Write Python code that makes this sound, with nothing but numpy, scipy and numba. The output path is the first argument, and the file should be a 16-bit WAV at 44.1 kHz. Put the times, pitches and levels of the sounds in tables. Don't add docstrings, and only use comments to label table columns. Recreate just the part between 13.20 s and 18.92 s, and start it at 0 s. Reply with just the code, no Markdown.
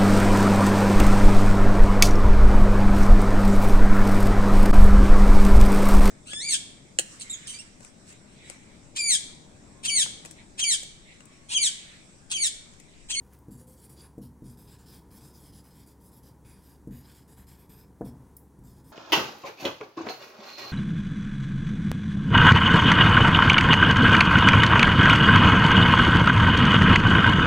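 import sys
import numpy as np
from scipy import signal
from scipy.fft import rfft, irfft
from scipy.io import wavfile
from scipy.ndimage import uniform_filter1d, map_coordinates
from numba import njit

SR = 44100
rng = np.random.default_rng(int(sys.argv[2]) if len(sys.argv) > 2 else 0)


def generate_wav(signal):
    frames = np.transpose(np.atleast_2d(signal))
    scaled = np.clip(frames, -1, 1) * 32767
    pcm = np.round(scaled).astype(np.int16)
    wavfile.write(sys.argv[1], SR, pcm)


N = 252252
T = np.arange(N) / SR
FREQS = np.arange(N + 1) * SR / (2 * N)
TOP_HZ = 15850


def undb(db):
    return np.exp(np.asarray(db) * (np.log(10) / 20))


def unit(x):
    return x / np.sqrt(np.mean(x ** 2))


def noise():
    return rng.standard_normal(N)


def shape(x, response):
    return irfft(rfft(x, 2 * N) * response)[:N]


def colour(x, points):
    hz, db = np.transpose(points)
    curve_db = np.interp(np.log(FREQS + 1), np.log(hz), db)
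    return unit(shape(x, undb(curve_db)))


def resonance(hz, width):
    return 1j * FREQS * width / (hz ** 2 - FREQS ** 2 + 1j * FREQS * width)


def ring(x, modes):
    return shape(x, sum(undb(db) * resonance(hz, width) for hz, width, db in modes))


@njit
def sweep(x, hz, width):
    out, band_state, low_state = np.empty(len(x)), 0., 0.
    for i in range(len(x)):
        g, damping = np.tan(np.pi * hz[i] / SR), width / hz[i]
        band = (band_state + g * (x[i] - low_state)) / (1 + g * (g + damping))
        band_state = 2 * band - band_state
        low_state = low_state + 2 * g * band
        out[i] = damping * band
    return out


def walk(rate):
    step = int(SR / rate)
    held = np.repeat(rng.standard_normal(N // step + 1), step)
    return unit(uniform_filter1d(uniform_filter1d(held, step), step)[:N])


def slips(rate, spread_db):
    clicks = (rng.random(N) < rate / SR) * noise()
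    return unit(clicks * undb(spread_db * np.clip(noise(), -2, 2)))


def fade(t60, start=0):
    out, live = np.zeros(N), (T >= start) & (T < start + 2 * t60)
    out[live] = np.exp(-np.log(1000) * (T[live] - start) / t60)
    return out


def convolve(x, response):
    return signal.fftconvolve(x, response[:SR])[:N]


def wavering_sine(hz, depth, rate):
    return np.sin(2 * np.pi * np.cumsum(hz * (1 + depth * walk(rate))) / SR)


def shimmer(x, rate, depth_db, count=22):
    centres, spectrum = np.linspace(0, TOP_HZ, count), rfft(x)
    total = np.zeros(N)
    for pick in np.eye(count):
        band = irfft(spectrum * np.interp(FREQS[::2], centres, pick), N)
        total += band * undb(depth_db * np.tanh(walk(rate)))
    return unit(total)


# (start [s], length [s],
# fastest point [share of length], scratch [dB], barrel ring [dB], panel drag [dB],
# nib resonance [Hz], squeak re scratch [dB])
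PEN_SWEEPS = [ (0.307, 0.08, 0.33, -59.5, -73, -83, 9500, -11),
              (0.375, 0.074, .35, -59.5, -76, -77, 9900, -2), (0.47, 0.12, 0.28, -61, -73.5, -80, 9600, -8),
              (0.562, 0.056, 0.73, -60, -68, -84, 7810, -1),
              (0.610, 0.061, 0.68, -56, -66.5, -69, 9900, -1),
              (0.693, 0.068, .14, -58.5, -68, -70.5, 9700, -2),
              (0.764, 0.071, 0.88, -59, -57, -68.5, 9900, -3),
              (0.815, 0.06, 0.14, -57.5, -65.5, -61.5, 10250, 5),
              (1.015, 0.065, .28, -60.5, -69.5, -83, 9300, -14),
              (1.24, .110, 0.41, -60.5, -68, -72, 9700, -4),
              (1.372, 0.13, 0.28, -63, -69, -71.5, 8200, -14),
              (1.473, 0.099, .55, -62.5, -62, -63.5, 7880, -16),
              (1.585, 0.069, 0.22, -64, -65, -66, 7900, -7),
              (1.658, 0.14, 0.64, -58.5, -60, -65.5, 10300, -14),
              (1.906, 0.1, 0.68, -60, -64, -68, 11500, -7), (2.005, 0.13, 0.15, -61.5, -67, -69, 8100, -10),
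              (2.133, 0.13, 0.36, -60.5, -66, -76, 10300, -15),
              (2.216, 0.1, 0.3, -60.5, -64, -71.5, 10300, -16),
              (2.323, .093, 0.35, -63, -63.5, -75, 10300, -20),
              (2.439, 0.093, 0.21, -67, -76, -70.5, 10400, -9),
              (2.505, 0.15, 0.6, -64, -66.5, -71.5, 12400, -5),
              (2.662, .080, .30, -63, -70.5, -73, 12000, -6),
              (2.801, 0.11, 0.71, -66.5, -74, -91, 12200, -21),
              (2.913, 0.087, 0.74, -62.5, -71, -90, 12200, -19),
              (3.029, 0.089, 0.51, -63, -66, -80, 10300, -26), (3.247, 0.15, 0.41, -64, -69, -66, 10100, 0),
              (3.385, 0.18, 0.66, -65.5, -71, -72, 11900, -7),
              (3.708, 0.16, 0.49, -60.5, -70.5, -64.5, 12040, -3),
              (3.815, 0.13, 0.79, -65, -64, -62, 11000, -11),
              (3.943, 0.093, 0.18, -65, -67, -64.5, 12980, -8),
              (4.078, 0.078, 0.52, -62.5, -73, -67.5, 11500, -13),
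              (4.165, 0.082, 0.38, -63.5, -72, -64, 12600, -2),
              (4.268, 0.1, 0.38, -61, -66, -66, 12000, -4), (4.372, 0.095, 0.41, -65, -72.5, -70, 12400, 2),
              (4.493, 0.11, .18, -58.5, -66, -64.5, 12700, 4.5),
              (4.57, 0.08, 0.2, -60.5, -69, -64, 13200, 3),
              (4.846, 0.058, 0.4, -59.5, -64.5, -67, 9400, -26),
              (5.437, 0.13, 0.34, -66, -74.5, -90, 10600, -14),
              (5.545, 0.069, 0.76, -67.5, -72.5, -80, 10500, -14),
              (5.641, .115, 0.53, -64, -70, -80, 11800, -5), ]
SLOW_START_DB, SLOW_END_DB = -5.5, -12
BARREL_FOLLOW, DRAG_FOLLOW = 0.55, 0.49


def hand(edge_s=0.0048, turn_s=0.018):
    gains, posture = np.zeros((3, N)), np.zeros((3, N))
    posture[0] = PEN_SWEEPS[0][6]
    for start, length, fastest, scratch_db, barrel_db, drag_db, nib_hz, squeak_db in PEN_SWEEPS:
        first, last = int(start * SR), min(int((start + length) * SR), N)
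        along = (T[first:last] - start) / length
        fastest = np.clip(fastest, .05, .95)
        arch = np.sin(np.pi * np.interp(along, [0, fastest, 1], [0, .5, 1]))
        end_db = np.where(along < fastest, 2 * fastest * SLOW_START_DB, SLOW_END_DB)
        speed_db = (1 - arch) * end_db
        levels = [scratch_db + speed_db,
                  barrel_db + BARREL_FOLLOW * speed_db,
                  drag_db + DRAG_FOLLOW * speed_db]
        gains[:, first:last] = undb(levels)
        posture[0, first:], posture[1, first:] = nib_hz, squeak_db
        posture[2, first:last] = along - .5
    gains = uniform_filter1d(gains, int(edge_s * SR) + 1)
    posture = uniform_filter1d(posture, int(turn_s * SR) + 1)
    return (*gains, *posture)


# (frequency [Hz], relative density [dB])
FELT_COLOUR = [(1500, -9), (3000, -22), (4500, -14.5), (5700, -6.5), (6400, -6), (7400, -1), (8500, -1),
               (10200, 1), (11500, -2), (13000, -1), (14500, -3), (16000, -10)]
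# (ratio to its main resonance, width [Hz], relative level [dB])
BARREL_MODES = [(.665, 170, -5.5), (0.737, 171, -4), (.87, 900, -9), (0.999, 338, 3), (1.15, 302, -14),
                (1.47, 380, 0.5)]
# (time [s], frequency [Hz])
GRIP_TUNING = [(.3, 4750), (.85, 4760), (1.3, 5040), (2.3, 5010), (3.8, 4940), (5.7, 5050)]
# (frequency [Hz], width [Hz], relative level [dB])
DRAG_MODES = [(905, 650, 3), (1574, 290, 2.5), (1627, 170, 0), (2230, 144, -2.5), (2460, 84, -12),
              (3310, 93, -3.5), (3780, 210, -8.5)]
# (frequency [Hz], relative density [dB])
HAND_RUMBLE = [(30, -10), (50, -2), (200, 0), (300, -6), (550, -12), (800, -34.5)]


def writing():
    scratch_gain, barrel_gain, drag_gain, nib_hz, squeak_db, along = hand()
    scratch = shimmer(colour(slips(rate=7000, spread_db=0), FELT_COLOUR), rate=16, depth_db=6.5)
    nib_hz = np.clip(nib_hz * (1 + 0.023 * walk(40)), 100, SR / 2.3)
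    nib = sweep(slips(rate=16000, spread_db=7.5), nib_hz, 2600.0)
    nib = unit(sweep(nib, nib_hz, 3800.))
    squeak = undb(squeak_db)
    tip = (scratch + squeak * nib) / np.sqrt(1 + squeak ** 2)
    force = slips(rate=9000, spread_db=-0.5)
    tuning_hz = np.interp(T, *np.transpose(GRIP_TUNING))
    barrel_hz = tuning_hz * (1 + 0.012 * along + 0.012 * walk(14))
    barrel = np.zeros(N)
    for ratio, width, db in BARREL_MODES:
        damping = undb(db + 2.9 * np.tanh(walk(21.57)))
        barrel += damping * sweep(force, ratio * barrel_hz, float(width))
    barrel = colour(barrel, [(2000, -17), (3200, -1.5), (5400, -0.5), (7500, -8)])
    drag = colour(ring(slips(rate=7100, spread_db=3.5), DRAG_MODES), [(4000, 4), (7000, -6)])
    drag = shimmer(drag, rate=14, depth_db=4.0)
    rumble = colour(noise(), HAND_RUMBLE)
    sound = scratch_gain * (undb(-0.1) * tip + undb(-0.5) * rumble)
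    sound += undb(-1.8) * drag_gain * drag
    sound += undb(-2.0) * barrel_gain * barrel
    mirror_s = 0.000897 + 0.00012 * walk(7)
    sound = sound + 0.32 * map_coordinates(sound, [(T - mirror_s) * SR], order=3)
    return sound * undb(0.72 * walk(110) + 1.0 * walk(40))


# (peak of the push [s], push [dB], contact time scale [ms], tick [dB])
LANDINGS = [(0.2848, -31, 3.05, -67), (0.9811, -28, 2.37, -61), (1.2227, -30.5, 3.25, -70),
            (1.411, -46, 6.4, -80), (1.574, -43, 6.3, -82), (1.659, -45, 4.4, -80), (1.915, -38, 4.6, -69),
            (2.670, -47.5, 2.9, -75), (3.251, -40, 6.9, -77), (3.286, -54, 3.4, -80),
            (3.6745, -25.5, 3.1, -63), (4.184, -43, 11, -80), (4.275, -45.5, 5.1, -75),
            (4.496, -39, 4.8, -70), (4.8110, -20.5, 1.32, -67), (5.3904, -35.5, 5.5, -68),
            (5.448, -38, 4.8, -82)]
# (frequency [Hz], relative level [dB], t60 [s])
PANEL_MODES = [(46.4, -8.5, 0.8), (68.8, -9, 0.27), (103, -18, 0.32), (123.3, 2.5, 0.38),
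               (130.4, 0.5, 0.48), (156, -12.5, 0.25), (197.5, -10, .4), (241.4, 5.5, 0.52),
               (261, -5, 0.31), (281, -7, 0.86), (318, -10.5, 0.28), (422, -8.5, 0.17), (484, 10.5, 0.083),
               (508, -2.5, 0.35), (686, 3, 0.19), (706, 4.5, 0.18), (918, 13, 0.1)]
# (delay [s], relative level [dB])
FRAME_RETURNS = [(.0115, -21), (0.026, -2.5), (0.051, -3), (.078, -12)]
# (frequency [Hz], relative density [dB])
PANEL_BOOM = [(35, -13.5), (70, -4), (125, 4), (165, -2.5), (260, 3), (380, -10), (490, -6), (620, -12.5),
              (950, -5.5), (1700, 0), (4000, -42)]
# (frequency [Hz], relative density [dB])
FRAME_CLATTER = [(200, -15), (400, -1.5), (490, 12), (590, -11), (700, 2), (850, 0), (1000, -9), (1250, -2),
                 (1750, 10.5), (3000, -5)]


def taps():
    push, tick = np.zeros(N), np.zeros(N)
    for s, db, contact_ms, tick_db in LANDINGS:
        phase = np.clip(np.pi * (T - s) / (contact_ms / 1000), -20, 20)
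        push -= undb(db) / np.cosh(phase) ** 2
        tick += undb(tick_db) * fade(0.061, s - .001)
    thump = shape(push, np.abs(resonance(340, 660)))
    returns = sum(undb(db) * np.interp(T - delay, T, push) for delay, db in FRAME_RETURNS)
    returns = shape(returns, np.abs(resonance(245, 190)))
    modes = np.zeros(N)
    for k, (hz, db, t60) in enumerate(PANEL_MODES):
        sign = (-1) ** k
        modes += sign * undb(db) * np.sin(2 * np.pi * hz * T) * fade(t60)
    boom = colour(noise(), PANEL_BOOM) * fade(0.66) * (1 - fade(0.13))
    clatter = colour(noise(), FRAME_CLATTER) * fade(0.052, 0.0056)
    body = convolve(push, undb(-53) * modes + undb(-43.5) * boom + undb(-24) * clatter)
    ticks = tick * colour(noise(), FELT_COLOUR)
    return undb(1.5) * thump + undb(-0.5) * returns + body + ticks


def whine(start_s=0.399, length_s=0.17, edge_s=0.016, hz=515, level_db=-61.5):
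    to_edge = np.minimum(T - start_s, start_s + length_s - T)
    swell = np.clip(to_edge / edge_s, 0, 1)
    return swell * undb(level_db + 2 * walk(25.4)) * wavering_sine(hz, 0.0077, 29.2)


# (time [s], level [dB])
BANGLE_KNOCKS = [(0.1336, -57), (0.1360, -53.5), (0.141, -68), (0.189, -54), (5.162, -73), (5.167, -41),
                 (5.169, -41.5), (5.1745, -56)]
# (frequency [Hz], width [Hz], relative level [dB])
BANGLE_MODES = [(5330, 450, -12), (9250, 630, -15), (10400, 600, -5), (11350, 600, -2.5), (13300, 600, -6),
                (14400, 740, 4)]


def bangles():
    knocks = sum(undb(db) * fade(0.013, s) for s, db in BANGLE_KNOCKS) * noise()
    knocks = signal.sosfilt(signal.butter(3, 4300, "high", fs=SR, output="sos"), knocks)
    return undb(7.5) * ring(knocks, BANGLE_MODES)


# (fastest moment [s], swell scale [s], fade scale [s], level [dB])
ARM_TRAVEL = [(.05, .15, 0.15, -72.5), (.137, .018, 0.023, -66.5), (5.09, 0.16, 0.085, -76)]


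def sleeve():
    cloth = colour(slips(rate=5000, spread_db=6),
                   [(1500, 0), (4200, -9.0), (7000, -6.0), (11000, -3), (15500, -11.0)])
    travel = np.zeros(N)
    for s, swell_s, fade_s, db in ARM_TRAVEL:
        travel += undb(db) * np.exp(-((T - s) / np.where(T < s, swell_s, fade_s)) ** 2)
    return travel * cloth


# (frequency [Hz], relative density [dB])
FAN_RUSH = [(22, -42), (42, -5.5), (64, -6.5), (82, -11), (105, -2.5), (150, -3), (190, -4.5), (230, -15.5),
            (280, -6), (350, -12.5), (430, -12), (620, -23.5), (780, -21), (950, -16.5), (1200, -28),
            (1800, -32), (2700, -43.5)]
# (frequency [Hz], level [dB]), both the centres of a slow wander
FAN_TONES = [(69.5, -59.5), (124, -72.5), (199, -69), (241, -71.5)]
# (frequency [Hz], relative density [dB])
MICROPHONE_HISS = [(2000, -15), (3900, -11), (5000, -12), (5700, 0.5), (7000, 1), (11000, 3.5), (12200, -7),
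                   (16000, -4)]


def background():
    rush = colour(noise(), FAN_RUSH) * undb(-56.0 + 1.0 * walk(4.59))
    hum = sum(undb(db + 1.15 * walk(6)) * unit(wavering_sine(hz, .012, 8)) for hz, db in FAN_TONES)
    hiss = undb(-77.0 + 0.81 * walk(30)) * colour(noise(), MICROPHONE_HISS)
    return rush + hum + hiss


def room(x, t60=0.26):
    tail = noise() * fade(t60, 0.0018)
    return convolve(x, tail / np.sqrt(np.sum(tail ** 2)))


def scene():
    near = writing() + bangles() + sleeve()
    mid = near + undb(-7.0) * room(near) + taps() + whine() + background()
    lean = shape(mid, 0.045 * resonance(420, 2200))
    side = lean + undb(-43) * room(mid, t60=0.047) + undb(-19.5) * background()
    return np.array([mid + side, mid - side])


def record(dry):
    dry = signal.sosfilt(signal.butter(2, 30, "high", fs=SR, output="sos"), dry)
    return signal.sosfilt(signal.ellip(10, .2, 70, TOP_HZ, fs=SR, output="sos"), dry)


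dry = scene()
out = record(dry)
generate_wav(out)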